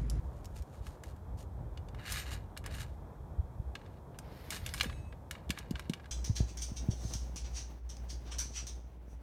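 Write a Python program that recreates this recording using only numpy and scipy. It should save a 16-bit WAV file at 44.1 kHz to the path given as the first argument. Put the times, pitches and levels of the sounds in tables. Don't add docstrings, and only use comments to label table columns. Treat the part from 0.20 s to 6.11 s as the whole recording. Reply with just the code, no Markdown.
import sys
import numpy as np
from scipy import signal
from scipy.fft import rfft, irfft, next_fast_len
from scipy.io import wavfile
from scipy.ndimage import map_coordinates

SR = 44100
rng = np.random.default_rng(int(sys.argv[2]) if len(sys.argv) > 2 else 0)


def to_wav(s):
    ch = np.atleast_2d(s).T
    pcm = np.round(np.clip(ch, -1, 1) * 32767)
    wavfile.write(sys.argv[1], SR, pcm.astype(np.int16))


N = 260631


def amp(db):
    return 10 ** (np.asarray(db) / 20)


def unit(x):
    return x / np.sqrt(np.mean(x ** 2) + 1e-20)


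def wobble(rate_hz, size=N):
    knots = rng.standard_normal(int(size * rate_hz / SR) + 4)
    return map_coordinates(knots, [np.arange(size) * rate_hz / SR])


def filtered(x, response):
    size = next_fast_len(len(x) + SR // 4)
    return irfft(rfft(x, size) * response(np.fft.rfftfreq(size, 1 / SR)), size)[:len(x)]


def coloured(x, spectrum):
    points_hz, db = np.transpose(spectrum)
    return unit(filtered(x, lambda hz: amp(np.interp(np.log(hz + 1), np.log(points_hz + 1), db))))


def resonant(x, modes):
    return filtered(x, lambda f: sum(
        (-1) ** k * amp(db) * 1j * f * width / (hz * hz - f * f + 1j * f * width)
        for k, (hz, width, db) in enumerate(modes)))


def add(track, start_s, sound):
    part = track[round(start_s * SR):][:len(sound)]
    part += sound[:len(part)]


# frequency_hz, density_db
TRAFFIC_SPECTRUM = [(71, -54), (120, -8), (276, -18), (376, -18.5), (452, -19), (492, -18), (773, -21),
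                    (916, -21.5), (1730, -37), (3500, -57.5), (4550, -83), (7700, -120)]
HISS_SPECTRUM = [(1470, -15), (2500, -2), (2940, -16), (3160, 0), (4730, -7), (5190, -4.5), (8140, -4.5),
                 (14800, -2), (16000, -7)]
def yard(traffic_db=-57, hiss_db=-75):
    drift = amp(1.1 * wobble(1.52) + 1.14 * wobble(12))
    traffic = coloured(drift * rng.standard_normal(N), TRAFFIC_SPECTRUM)
    hiss = coloured(rng.standard_normal(N), HISS_SPECTRUM)
    return amp(traffic_db) * traffic + amp(hiss_db) * hiss


# time_s, level_db
BUFFET_LEVELS = [(0, -49.5), (.15, -52), (.9, -51.5), (1.07, -47.5), (1.63, -45.5), (1.87, -47.5),
                 (2.32, -48), (2.8, -45.5), (2.9, -51.5), (3.6, -51.5), (4.03, -56.5), (4.4, -51),
                 (4.78, -44), (5.06, -55), (5.13, -52.5), (5.54, -50.5), (5.91, -55)]
# frequency_hz, density_db
BUFFET_SPECTRUM = [(12, -61), (20, -17.5), (46, 0.5), (70, 3), (124, -6.5), (198, -21.5), (250, -30),
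                   (320, -22.5), (550, -120)]
# centre_s, peak_db, length_s
WIND_PUFFS = [(0.081, -37, 0.04), (0.415, -37.5, .028), (0.616, -37, 0.02), (.69, -36.5, 0.024),
              (3.198, -24.5, 0.018), (3.25, -38, 0.026), (3.402, -27.5, 0.0077), (3.483, -36, .058),
              (5.295, -40, .055), (5.549, -42.5, 0.049), (5.666, -48, 0.025)]
def wind(puff_hz=67):
    lumps = amp(1.6 * wobble(14) + 1.4 * wobble(40)) * rng.standard_normal(N)
    level_db = np.interp(np.arange(N) / SR, *np.transpose(BUFFET_LEVELS))
    out = amp(level_db) * coloured(lumps, BUFFET_SPECTRUM)
    t = np.arange(-SR // 20, SR // 10) / SR
    for centre_s, peak_db, length_s in WIND_PUFFS:
        envelope = amp(peak_db) * np.exp(-(t / (.5 * length_s)) ** 2)
        add(out, centre_s + t[0], envelope * np.cos(2 * np.pi * puff_hz * t + 3.2))
    return out


def fence_echo(x, t60_s=.11, delay_s=.004):
    t = np.arange(SR // 5) / SR
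    tail = rng.standard_normal(len(t)) * amp(-60 * t / t60_s) * (t > delay_s)
    return signal.fftconvolve(x, tail / np.linalg.norm(tail))[:N]


# start_s, level_db, start_hz, end_hz, glide_s, t60_s
LANDING_THUMPS = [(4.634, -39.5, 580, 440, .011, .075), (4.657, -34, 290, 94, .013, .085)]
# start_s, level_db
RAM_THUMPS = [(5.298, -20.5), (5.51, -17.5), (5.697, -16.5)]
# start_hz, end_hz, glide_s, t60_s
RAM_TONE = (268, 127, 0.0048, .026)
def bore_thumps():
    out, t = np.zeros(N), np.arange(SR // 5) / SR
    rams = [blow + RAM_TONE for blow in RAM_THUMPS]
    for start_s, level_db, start_hz, end_hz, glide_s, t60_s in LANDING_THUMPS + rams:
        hz = end_hz + (start_hz - end_hz) * np.exp(-t / glide_s)
        envelope = amp(level_db - 60 * t / t60_s) * (1 - np.exp(-t / .0025))
        add(out, start_s, -envelope * np.sin(2 * np.pi * np.cumsum(hz) / SR))
    return out


def grip(t, stop_s, t60_s=.03):
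    return amp(-60 * np.maximum(t - stop_s, 0) / t60_s)


ROD_MODES_HZ = [2584, 3628, 3905, 4375, 5170, 5400, 5959, 6540, 7160, 7790, 8450, 9100, 9790, 10520, 11260,
                12100, 12800, 13600, 14510, 15320]
# start_s, stop_s, gain_db, t60_s
LOOSE_GRIPS = [(1.75, 2.05, -2.5, 0.18), (2.03, 2.22, -11, 0.14), (2.35, 2.49, -14, 0.065),
               (2.485, 2.7, -7, 0.087), (4.28, 4.66, -6.5, 0.21), (5.08, 5.91, -28, 0.045)]
def held_rod(contact):
    out, t = np.zeros(N), np.arange(N) / SR
    for start_s, stop_s, gain_db, t60_s in LOOSE_GRIPS:
        width_hz = np.log(1000) / np.pi / t60_s
        mode_db = gain_db - 10 * np.log10(width_hz)
        modes = [(hz, width_hz, mode_db + 8 * np.log2(hz / 1000)) for hz in ROD_MODES_HZ]
        span = slice(round(start_s * SR), round((stop_s + .05) * SR))
        out[span] += grip(t[span], stop_s) * resonant(contact[span] * (t[span] < stop_s), modes)
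    return out


# level_db, t60_s
ROD_DECAYS = [(-3, 1.3), (0, .3), (-7, .6), (-5, .3), (-5, .25), (-9, .5), (-17, 1.0), (-12, 1.0), (-8, .5),
              (-14, 1.0), (-11, 1.4), (-9, .8), (-11, .7), (-11, .35), (-16, .5), (-5, .18), (-9, .3),
              (-15, .4), (-9, .22), (-12, .3)]
# start_s, stop_s, level_db
ROD_DROP = (4.632, 4.925, -57)
def dropped_rod():
    out, t = np.zeros(N), np.arange(SR // 2) / SR
    start_s, stop_s, level_db = ROD_DROP
    for hz, (mode_db, t60_s) in zip(ROD_MODES_HZ, ROD_DECAYS):
        beat_db = 3.5 * wobble(30, size=len(t))
        envelope = amp(level_db + mode_db + beat_db - 60 * t / t60_s) * (1 - np.exp(-t / .01))
        tone = np.sin(2 * np.pi * (hz * t + rng.random()))
        add(out, start_s, envelope * grip(t, stop_s - start_s) * tone)
    return out


# time_s, level_db, treble_db, echo_delay_ms
SLIDE_PATH = [(4.0, -81, -7, .8), (4.03, -70, -6, 1.1), (4.2, -63.5, -0.5, 2.0), (4.3, -62.5, 1, 2.4),
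              (4.4, -61.5, -3, 2.3), (4.535, -61, -2, 2.9), (4.55, -85, -2, 2.9)]
# frequency_hz, density_db
SLIDE_SPECTRUM = [(880, -17), (1500, -5), (1720, -5), (2100, -3.5), (2510, -7.5), (5380, -12), (6120, -22),
                  (7920, -25), (12400, -13.5), (16000, -21)]
def finger_slide():
    n = np.arange(N)
    t = n / SR
    hiss = rng.standard_normal(N) * amp(1.2 * wobble(100) + 1.5 * wobble(500))
    time_s, level_db, treble_db, delay_ms = np.transpose(SLIDE_PATH)
    lag = (np.interp(t, time_s, delay_ms) + .04 * wobble(25)) * SR / 1000
    echoes = sum(.7 ** k * map_coordinates(hiss, [n - k * lag]) for k in range(1, 4))
    echoes = filtered(echoes, lambda hz: np.exp(-(np.log(hz / 5000 + 1e-9) / .36) ** 2))
    combed = coloured(hiss + echoes * amp(2.6 * wobble(11)), SLIDE_SPECTRUM)
    body = filtered(combed, lambda hz: hz < 6000)
    treble = amp(np.interp(t, time_s, treble_db)) * unit(combed - body)
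    gain = amp(np.interp(t, time_s, level_db, left=-np.inf, right=-np.inf))
    return gain * (unit(body) + treble)


# peak_s, rise_s, hold_s, fall_s, level_db, treble_db
RUB_STROKES = [(.01, 0.057, 0.51, 0.77, -86.5, 10.5), (0.176, .09, .003, .04, -87, 4),
               (0.362, .02, 0.026, 0.06, -72.5, 8.5), (0.542, .05, .005, 0.11, -76, 7.5),
               (0.67, .07, 0.034, 0.091, -67, 6), (0.855, .02, 0.026, 0.12, -71, 5.5),
               (1.175, .003, 0.054, .02, -70, 10.5), (1.796, 0.033, 0.07, .1, -59, -21),
               (1.913, 0.12, 0.087, 0.068, -42.5, -2.5), (2.062, 0.034, .04, 0.16, -53, -5.5),
               (2.12, .025, 0.021, 0.046, -50.5, 0.5), (2.456, 0.015, 0.023, 0.033, -49, -17),
               (2.523, 0.046, 0.027, 0.08, -56, -1.5), (2.601, 0.069, 0.03, 0.027, -51, -0.5),
               (2.666, .02, 0.018, 0.23, -73.5, -0.5), (3.575, .01, .21, .02, -71, -12),
               (3.96, .045, .003, 0.015, -62, -20), (4.319, 0.014, 0.051, .03, -47, 1.5),
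               (4.55, .008, 0.039, .08, -53.5, 1), (4.649, 0.032, .005, 0.048, -49, -12),
               (4.68, .03, .03, 0.27, -61.5, -6), (5.123, .01, .005, 0.13, -56, -5.5),
               (5.373, 0.086, .003, 0.16, -53.5, -9.5), (5.58, 0.13, .01, .35, -63, -8),
               (5.763, .01, 0.08, .1, -70, -17)]
def stroke_gains(swell_db=21, rise_curve=1.17, treble_slope=1.51):
    t = np.arange(0, N / SR, .001)
    peak_s, rise_s, hold_s, fall_s, level_db, treble_db = np.transpose(RUB_STROKES)[:, :, None]
    rising = np.maximum((peak_s - t) / rise_s, 0) ** rise_curve
    falling = np.maximum((t - peak_s - hold_s) / fall_s, 0)
    envelope_db = -swell_db * (rising + falling)
    body = amp(level_db + envelope_db).sum(0)
    treble = amp(level_db + treble_db + treble_slope * envelope_db).sum(0)
    return [np.interp(np.arange(N) / SR, t, gain) for gain in (body, treble)]


# frequency_hz, density_db
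SCRAPE_BODY = [(650, -38), (1100, -8), (1420, -5), (1600, -16), (2300, 3), (2990, -18.5), (3600, 2),
               (6000, -14), (7800, -49), (13200, -120)]
SCRAPE_TREBLE = [(3530, -9), (6000, -6), (7100, -2.5), (7710, -9.5), (8370, -4), (10500, -9), (12100, -6),
                 (15000, -14), (16000, -23)]
def scrapes():
    body_gain, treble_gain = stroke_gains()
    clumps_db = 1.2 * wobble(45) + 2.8 * wobble(400)
    grains, fine_grains = (rng.standard_normal(N) * amp(clumps_db + 1.4 * wobble(90)) for _ in range(2))
    middle_modes = [mode for mode in BARREL_MODES if 1500 < mode[0] < 5000]
    body = unit(coloured(grains, SCRAPE_BODY) + .8 * unit(resonant(grains, middle_modes)))
    deep = filtered(body, lambda hz: 1 / (1 + (hz / 2600) ** 8))
    upper_gain = np.minimum(.84 * body_gain, .81 * np.sqrt(body_gain * treble_gain))
    treble = coloured(fine_grains, SCRAPE_TREBLE)
    return amp(-1) * (body_gain * deep + upper_gain * (body - deep) + treble_gain * treble)


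# frequency_hz, bandwidth_hz, level_db
BARREL_MODES = [(1160, 130, -3), (1645, 120, 0), (2250, 200, -2), (2880, 140, 0), (3510, 200, -4),
                (4400, 150, -8), (5220, 160, -12), (5900, 250, -15), (6530, 220, -16), (7250, 150, -12),
                (8580, 270, -15), (9900, 280, -17), (11300, 150, -17), (12800, 150, -24)]
# start_s, level_db, treble_db, pitch_hz
IMPACTS = [(0.2452, -51.5, 6.5, 1540), (.2558, -53.5, 13, 4630), (0.3617, -49, -12, 1520),
           (0.422, -50, 3, 1770), (0.544, -51, -8, 1840), (0.6672, -37, -6, 1590),
           (.836, -37.5, -1.5, 1450), (.9634, -58, 2.5, 2230), (1.5735, -37, -17, 2850),
           (1.6852, -42, -20, 4100), (1.746, -41, -12, 1710), (1.921, -30.5, 6, 2060),
           (2.116, -34, -8, 1570), (2.366, -31, -28, 1750), (2.3738, -33.5, 1, 1900),
           (2.44, -38, -9.5, 1420), (2.4613, -34, 2, 1430), (2.549, -36.5, -3.5, 1540),
           (3.5524, -29.5, -16, 2860), (3.554, -28.5, -26, 1620), (3.5892, -52, -28, 3180),
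           (3.614, -41, -27, 1510), (3.6613, -46.5, -22, 2590), (3.944, -51, -26, 1690),
           (3.9875, -40, 6, 1690), (4.3048, -26.5, 1, 3540), (4.4627, -26.5, -2.5, 3600),
           (4.4748, -32, -24, 2280), (4.49, -30.5, -17, 3570), (4.538, -28.5, 2, 2240),
           (4.5444, -29.5, -5, 1520), (4.5774, -30, -24, 3540), (4.599, -25, -10, 2980),
           (4.6086, -11.5, -15, 2470), (4.6313, -33, 5, 2110), (4.637, -31, -18, 750),
           (4.6429, -28, -12, 2070), (4.697, -29.5, -22, 1560), (4.7265, -40, -12, 1620),
           (4.9243, -36.5, -23, 1440), (5.1103, -28, 0, 1760), (5.1507, -32, -32, 1500),
           (5.2934, -36.5, -5, 4230), (5.3043, -20, -4.5, 2780), (5.3739, -28, -26, 1560),
           (5.3869, -32.5, 0, 3220), (5.5084, -36.5, 0, 4300), (5.5546, -24, -33.5, 1900),
           (5.5664, -52, -3, 1550), (5.5946, -30.5, -5, 1640), (5.6217, -43, -22, 1640),
           (5.6435, -52, -22, 2850), (5.696, -32, -2.5, 4430), (5.735, -25.5, -12.5, 2500),
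           (5.7723, -47, -22, 1740), (5.797, -38.5, -27, 1600), (5.842, -43.5, -22, 1660),
           (5.857, -39.5, -13.5, 1610)]
def clinks(t60_s=.026, split_hz=5000):
    out, t = np.zeros(N), np.arange(SR // 10) / SR
    hz, _, mode_db = np.transpose(BARREL_MODES)[:, :, None]
    is_low = hz[:, 0] < split_hz
    treble_band = signal.butter(1, (split_hz, 13000), "bandpass", fs=SR)
    for start_s, level_db, treble_db, pitch_hz in IMPACTS:
        attack_s = .0003 * amp(-.6 * treble_db)
        envelope = amp(level_db - 11.5 - 60 * t / t60_s) * (1 - np.exp(-t / attack_s))
        strength, detune, phase = rng.standard_normal((3, len(hz), 1))
        spot_db = np.where(hz < split_hz, -11 * np.abs(np.log2(hz / pitch_hz)), 0)
        tones = np.sin(2 * np.pi * hz * (1 + .02 * detune) * t + phase)
        rings = amp(mode_db + spot_db + 3.5 * strength) * tones
        body_band = signal.butter(2, (pitch_hz / 1.9, pitch_hz * 2.1), "bandpass", fs=SR)
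        crack = rng.standard_normal((2, len(t)))
        body = unit(rings[is_low].sum(0)) + 1.1 * unit(signal.lfilter(*body_band, crack[0]))
        treble = .51 * unit(rings[~is_low].sum(0)) + .95 * unit(signal.lfilter(*treble_band, crack[1]))
        add(out, start_s, envelope * (body + amp(treble_db + 4.5) * treble))
    return out


def scene():
    contact = clinks() + scrapes() + finger_slide()
    rifle = contact + held_rod(contact) + dropped_rod() + bore_thumps()
    return (rifle + amp(-14) * fence_echo(rifle) + wind() + yard())[None]


# frequency_hz, gain_db
RESPONSE = [(15, -25), (40, 4), (60, 3.5), (9800, -2), (10600, -5.5), (11500, -2.5), (14500, -5.5),
            (15500, -4), (16000, -13)]
def record(dry):
    points_hz, gain_db = np.transpose(RESPONSE)
    return filtered(dry[0], lambda hz: amp(np.interp(hz, points_hz, gain_db)) * (hz < 16000))[None]


dry = scene()
out = record(dry)
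to_wav(out)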